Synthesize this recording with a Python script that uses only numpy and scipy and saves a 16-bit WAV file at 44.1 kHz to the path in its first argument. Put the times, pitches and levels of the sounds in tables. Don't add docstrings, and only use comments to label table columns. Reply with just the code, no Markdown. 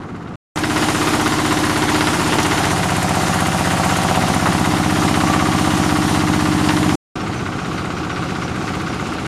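import sys
import numpy as np
from scipy import signal
from scipy.fft import rfft, irfft
from scipy.io import wavfile
from scipy.ndimage import uniform_filter1d, map_coordinates

SR = 44100
rng = np.random.default_rng(int(sys.argv[2]) if len(sys.argv) > 2 else 0)


def master(y):
    cut = np.clip(np.atleast_2d(y).T, -1, 1)
    pcm = np.round(cut * 32767)
    wavfile.write(sys.argv[1], SR, pcm.astype(np.int16))


N = 408807
TIME = np.arange(N) / SR

# start_s, end_s
STRETCHES = [(.001, .357), (.558, 6.954), (7.156, 9.268)]
# delay_s, level_db, t60_s
KNOCK_STROKES = [(.0298, -1, 0.04), (.0355, -2.5, 0.083), (0.031, -13.5, 0.084), (.0475, -5.5, 0.079),
                 (0.00043, -9.5, 0.2)]
# frequency_hz, gain_db
BLOCK_RESPONSE = [(100, -35), (250, 3.5), (400, -5), (520, -10), (750, 0), (950, 1), (1200, 1.5),
                  (1600, -2.5), (2000, -3), (2400, -8.5), (2950, -7), (3500, -11), (4200, -13.5),
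                  (7000, -22.5), (15000, -54.5)]


def amp(db):
    return 10 ** (np.asarray(db) / 20)


def unit(x):
    return x / np.sqrt(np.mean(x ** 2) + 1e-20)


def steady(x):
    return x / np.sqrt(np.abs(uniform_filter1d(x ** 2, SR // 2)) + 1e-12)


def curves(rows):
    times, *columns = np.transpose(rows)
    return [np.interp(TIME, times, column) for column in columns]


def wobble(rate_hz):
    return map_coordinates(rng.standard_normal(int(N * rate_hz / SR) + 4), [TIME * rate_hz])


def facing(values, turn):
    return np.interp(turn, np.arange(len(values)), values)


def colour(x, points, size=4096):
    hz, db = np.transpose(points)
    grid = np.fft.rfftfreq(size, 1 / SR)
    gain = amp(np.interp(np.log(grid + 1), np.log(hz), db))
    cepstrum = irfft(np.log(gain))
    cepstrum[1:size // 2] *= 2
    cepstrum[size // 2 + 1:] = 0
    return signal.fftconvolve(x, irfft(np.exp(rfft(cepstrum))))[:N]


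def strike(age, t60, attack_s):
    return np.exp(-np.log(1000) * age / t60) * (1 - np.exp(-age / attack_s))


def ring(hz, t60, attack_s):
    age = np.arange(SR // 5) / SR
    return np.sin(2 * np.pi * hz * age) * strike(age, t60, attack_s)


def repeat(starts, delay, shape, scatter_db, jitter_s):
    chance = rng.standard_normal((len(starts), 2))
    onsets = np.clip((starts + delay + jitter_s * chance[:, 0]) * SR, 0, N).astype(int)
    out = np.zeros(N + len(shape))
    for at, gain in zip(onsets, amp(scatter_db * chance[:, 1])):
        out[at:at + len(shape)] += gain * shape
    return out[:N]


def cycle_starts():
    # start_s, cycle_rate_hz
    runs = [(-.012, 15.7), (.5432, 16.03), (2.1672, 15.94), (4.4866, 16.0), (7.169, 15.62)]
    ends = [start for start, rate in runs[1:]] + [N / SR]
    return np.concatenate([np.arange(start, end - .5 / rate, 1 / rate)
                           for (start, rate), end in zip(runs, ends)])


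def gas_pulses(starts, turn, scatter_db, jitter_s):
    # delay_s, pitch_hz, t60_s, turn0_db, turn1_db, turn2_db, turn3_db
    pipe_modes = [(.0002, 127.6, 0.13, -24, -17.5, -18, -18), (.0004, 184.6, 0.11, -43, -9, -8.5, -8.5),
                  (.0011, 269.5, 0.035, -13, -30.5, -11, -10.5),
                  (0.0172, 168.5, 0.18, -17.5, -13, -15, -15),
                  (0.0178, 242.6, 0.22, -35, -35.5, -17.5, -25.5),
                  (.0172, 304.9, 0.27, -16, -23.5, -26.5, -13), (.0209, 305, .022, -11, -32, -18, -12.5),
                  (.03, 379.3, .09, -17, -28, -37.5, -27), (.0411, 229, 0.084, -11, -25, -20.5, -38),
                  (0.0428, 177.4, 0.13, -13.5, -14, -16.5, -12), (.0509, 163, 0.023, -6.5, -3, -3, -7)]
    out = np.zeros(N)
    for delay, hz, t60, *turn_db in pipe_modes:
        thump = ring(hz, t60, attack_s=.0006)
        out += facing(amp(turn_db), turn) * repeat(starts, delay, thump, scatter_db, jitter_s)
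    return signal.sosfilt(signal.butter(3, 28, "high", fs=SR, output="sos"), out)


def muffler_bark(starts):
    # pitch_hz, t60_s, level_db
    can_modes = [(549, 0.34, -15), (652.3, 0.23, -13.5), (741, 0.077, -3), (789, 0.12, -5.5),
                 (888, 0.042, -3), (1130, 0.071, -8.5), (1267, 0.037, -9)]
    # delay_s, level_db
    pops = [(-.0008, 2), (.0172, -18.5), (.0375, -15.5)]
    can = sum(amp(db) * ring(hz, t60, attack_s=.00054) for hz, t60, db in can_modes)
    bark = sum(amp(db) * repeat(starts, delay, can, scatter_db=1, jitter_s=.00005) for delay, db in pops)
    return signal.sosfilt(signal.butter(2, 400, "high", fs=SR, output="sos"), bark)


def clatter(starts, strokes, alike, scatter_db, jitter_s, attack_s):
    age = np.arange(SR // 10) / SR
    power = np.zeros(N)
    for delay, db, t60 in strokes:
        burst = strike(age, t60, attack_s) ** 2
        power += amp(2 * db) * repeat(starts, delay, burst, 2 * scatter_db, jitter_s)
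    cycle = np.maximum(np.searchsorted(starts, TIME) - 1, 0)
    sample_in_cycle = (np.abs(TIME - starts[cycle]) * SR).astype(int)
    repeated = np.sqrt(alike) * rng.standard_normal(SR)[sample_in_cycle]
    fresh = np.sqrt(1 - alike) * rng.standard_normal(N)
    return np.sqrt(power) * (repeated + fresh)


def reflections(x, width_octaves):
    # time_s, centre_hz, boost_db
    band = [(.3, 1160, 8), (.6, 1300, -1), (1.8, 950, 5), (2.4, 900, 9), (2.8, 760, -0.5), (4.4, 770, 5),
            (4.9, 1100, 1), (5.3, 1160, 11.5), (6.1, 1130, 5.5), (7.2, 1130, 8.5), (9.2, 1150, 4)]
    centre_hz, boost_db = curves(band)
    hz, t, spectrum = signal.stft(x, SR, nperseg=1024)
    off_centre = np.log2((hz[:, None] + 1) / np.interp(t, TIME, centre_hz)) / width_octaves
    lift = amp(np.interp(t, TIME, boost_db) * np.exp(-off_centre ** 2))
    return signal.istft(spectrum * lift, SR, nperseg=1024)[1][:N]


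def tractor(turn, near_db):
    # turn0_db, turn1_db, turn2_db, turn3_db
    shade_db = (3.5, -3.5, -2, 2.5)
    # delay_s, level_db, t60_s
    valve_strokes = [(0.0293, -4, 0.079), (0.0438, 5, 0.088), (.048, -21.5, .03)]
    # frequency_hz, gain_db
    valve_response = [(1000, 12), (3000, -0.5), (5000, -10.5), (7000, 5), (10000, 3), (12000, -4.5),
                      (15000, -23.5)]
    starts = cycle_starts()
    (delay, db, t60), *slaps = KNOCK_STROKES
    strokes = [(delay, db + facing(shade_db, turn), t60)] + slaps
    pipes = gas_pulses(starts, turn, scatter_db=.6, jitter_s=.00006)
    knock = clatter(starts, strokes, alike=.6, scatter_db=1.4, jitter_s=.00015, attack_s=.00025)
    knock = reflections(colour(knock, BLOCK_RESPONSE), width_octaves=.092)
    valves = clatter(starts, valve_strokes, alike=.2, scatter_db=1.6, jitter_s=.0003, attack_s=.0006)
    valves = colour(valves, valve_response)
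    load_db = .9 * wobble(rate_hz=4)
    bared_db = 4 * np.maximum(TIME - 8.3, 0)
    bark = muffler_bark(starts)
    pipes_db = facing((-21, -21.5, -19.5, -16.5), turn) + .5 * near_db
    bark_db = facing((-31.5, -25, -22.5, -31), turn) + .74 * near_db + load_db
    knock_db = facing((-21, -25, -23, -25), turn) + .75 * near_db + load_db
    valves_db = facing((-33.5, -31, -33, -40), turn) + .89 * near_db + bared_db
    return (amp(pipes_db) * steady(pipes) + amp(bark_db) * steady(bark)
            + amp(knock_db) * steady(knock) + amp(valves_db) * steady(valves))


def spurts(x, depth_db):
    spectrum = signal.stft(x, SR, nperseg=512)[2]
    patches = uniform_filter1d(rng.standard_normal(spectrum.shape), size=6, axis=0)
    patches = uniform_filter1d(patches, size=12, axis=1)
    return signal.istft(spectrum * amp(depth_db * unit(patches)), SR, nperseg=512)[1][:N]


def mud(turn, near_db, drops_per_s=900):
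    # frequency_hz, gain_db
    slosh = [(30, -9.5), (120, -5.5), (330, 13.5), (520, 5), (900, 10.5), (2000, 3.5), (4000, 0),
             (7000, -2), (10000, -5.5), (12000, -12.5), (15000, -23.5)]
    drops = (rng.random(N) < drops_per_s / SR) * rng.standard_normal(N)
    drops *= amp(3.5 * rng.exponential(size=N).clip(0, 3))
    wash = rng.standard_normal(N) + amp(-20.5) * unit(drops)
    level_db = facing((-23.5, -24, -24.5, -25.5), turn) + .94 * near_db + .79 * wobble(rate_hz=9)
    return amp(level_db) * unit(spurts(colour(wash, slosh), depth_db=1.5))


def distant_tractor(level_db, cycle_rate_hz=18.05):
    # frequency_hz, gain_db
    path = [(25, -3.5), (60, -12.5), (100, 1), (170, -13), (270, -2), (1500, 5.5), (6000, -20.5)]
    starts = np.arange(N / SR * cycle_rate_hz) / cycle_rate_hz
    pipes = unit(gas_pulses(starts, turn=2.6, scatter_db=2, jitter_s=.0003))
    knock = clatter(starts, KNOCK_STROKES, alike=.4, scatter_db=1.5, jitter_s=.0003, attack_s=.004)
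    knock = unit(colour(knock, BLOCK_RESPONSE))
    return amp(level_db) * colour(pipes + amp(-4) * knock, path)


def field_rumble(level_db):
    # frequency_hz, gain_db
    shape = [(25, -29.5), (60, -14), (100, .5), (200, 0), (320, -3), (500, -11.5),
             (1000, -16), (4000, -67)]
    return amp(level_db) * unit(colour(rng.standard_normal(N), shape))


def frame_clanks():
    # start_s, level_db, pitch_hz, t60_s
    clanks = [(2.2113, -28.5, 2200, .06), (2.4294, -19, 4870, .07), (2.6523, -24, 2800, .07),
              (4.457, -14, 845, .2), (6.192, -22, 3130, .05), (6.6876, -16.5, 2600, .09),
              (6.691, -14, 900, .12)]
    out = np.zeros(N + SR)
    age = np.arange(SR // 4) / SR
    for start, db, hz, t60 in clanks:
        peak = [(hz / 4, -22), (hz, 0), (hz * 2, -9), (hz * 4, -30), (hz * 8, -55)]
        steel = unit(colour(rng.standard_normal(len(age)), peak)[:len(age)])
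        out[int(start * SR):][:len(age)] += amp(db) * steel * strike(age, t60, attack_s=.00024)
    return out[:N]


def chirps(width_s=.018):
    # centre_s, level_db, pitch_hz
    notes = [(7.217, -40, 5500), (7.38, -38, 6100), (7.98, -42, 5860), (8.135, -39, 5650),
             (8.445, -36, 5700), (8.91, -41, 5600)]
    out = np.zeros(N)
    roughness = 3 * wobble(rate_hz=170)
    for centre, db, hz in notes:
        swell = np.exp(-((TIME - centre) / width_s) ** 2)
        out += amp(db) * swell * np.sin(2 * np.pi * hz * TIME + roughness)
    return out


def scene():
    # time_s, turn (0 side-on to 3 end-on)
    heading = [(.3, 2), (.6, 0), (1.4, 0.16), (2.4, 0.13), (3, 1.38), (4, 1.4), (4.45, 2.27), (4.9, 2.5),
               (5.6, 2.5), (6.9, 3), (7.2, 2.5), (9.2, 2.5)]
    # time_s, nearness_db
    nearness = [(.36, -27), (.55, -4.5), (.8, 0), (4.3, .5), (6.96, -.5), (7.15, -9.5), (9.2, -8)]
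    # distant_tractor_db, rumble_db
    backgrounds = [(-40, -31), (-37.5, -36), (-35, -27)]
    # frequency_hz, gain_db
    wet_ground = [(40, -1.5), (100, -3.5), (200, -8), (480, 3.5), (620, -7.5), (740, -1), (1000, -8),
                  (1130, 1), (1500, 3), (1800, -4.5), (2300, 3.5), (3200, -0.5), (4200, 0), (7000, -2),
                  (10000, -7), (15000, -7)]
    (turn,), (near_db,) = curves(heading), curves(nearness)
    stretch = np.searchsorted([start for start, end in STRETCHES[1:]], TIME)
    distant_db, rumble_db = np.array(backgrounds)[stretch].T
    work = tractor(turn, near_db) + mud(turn, near_db) + frame_clanks()
    heard = np.where(stretch == 1, work, colour(work, wet_ground))
    return (heard + distant_tractor(distant_db) + field_rumble(rumble_db) + chirps())[None]


def record(dry, notch_hz=7880, top_hz=15150):
    hz = np.fft.rfftfreq(N, 1 / SR)
    notch = 1 - .76 * np.exp(-((hz - notch_hz) / 85) ** 2)
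    band = np.clip((top_hz - hz) / 200, 0, 1)
    live = sum((TIME > start) & (TIME < end) for start, end in STRETCHES).astype(float)
    fade = uniform_filter1d(uniform_filter1d(live, size=64), size=64)
    return irfft(rfft(dry * fade) * notch * band, N)


dry = scene()
out = record(dry)
master(out)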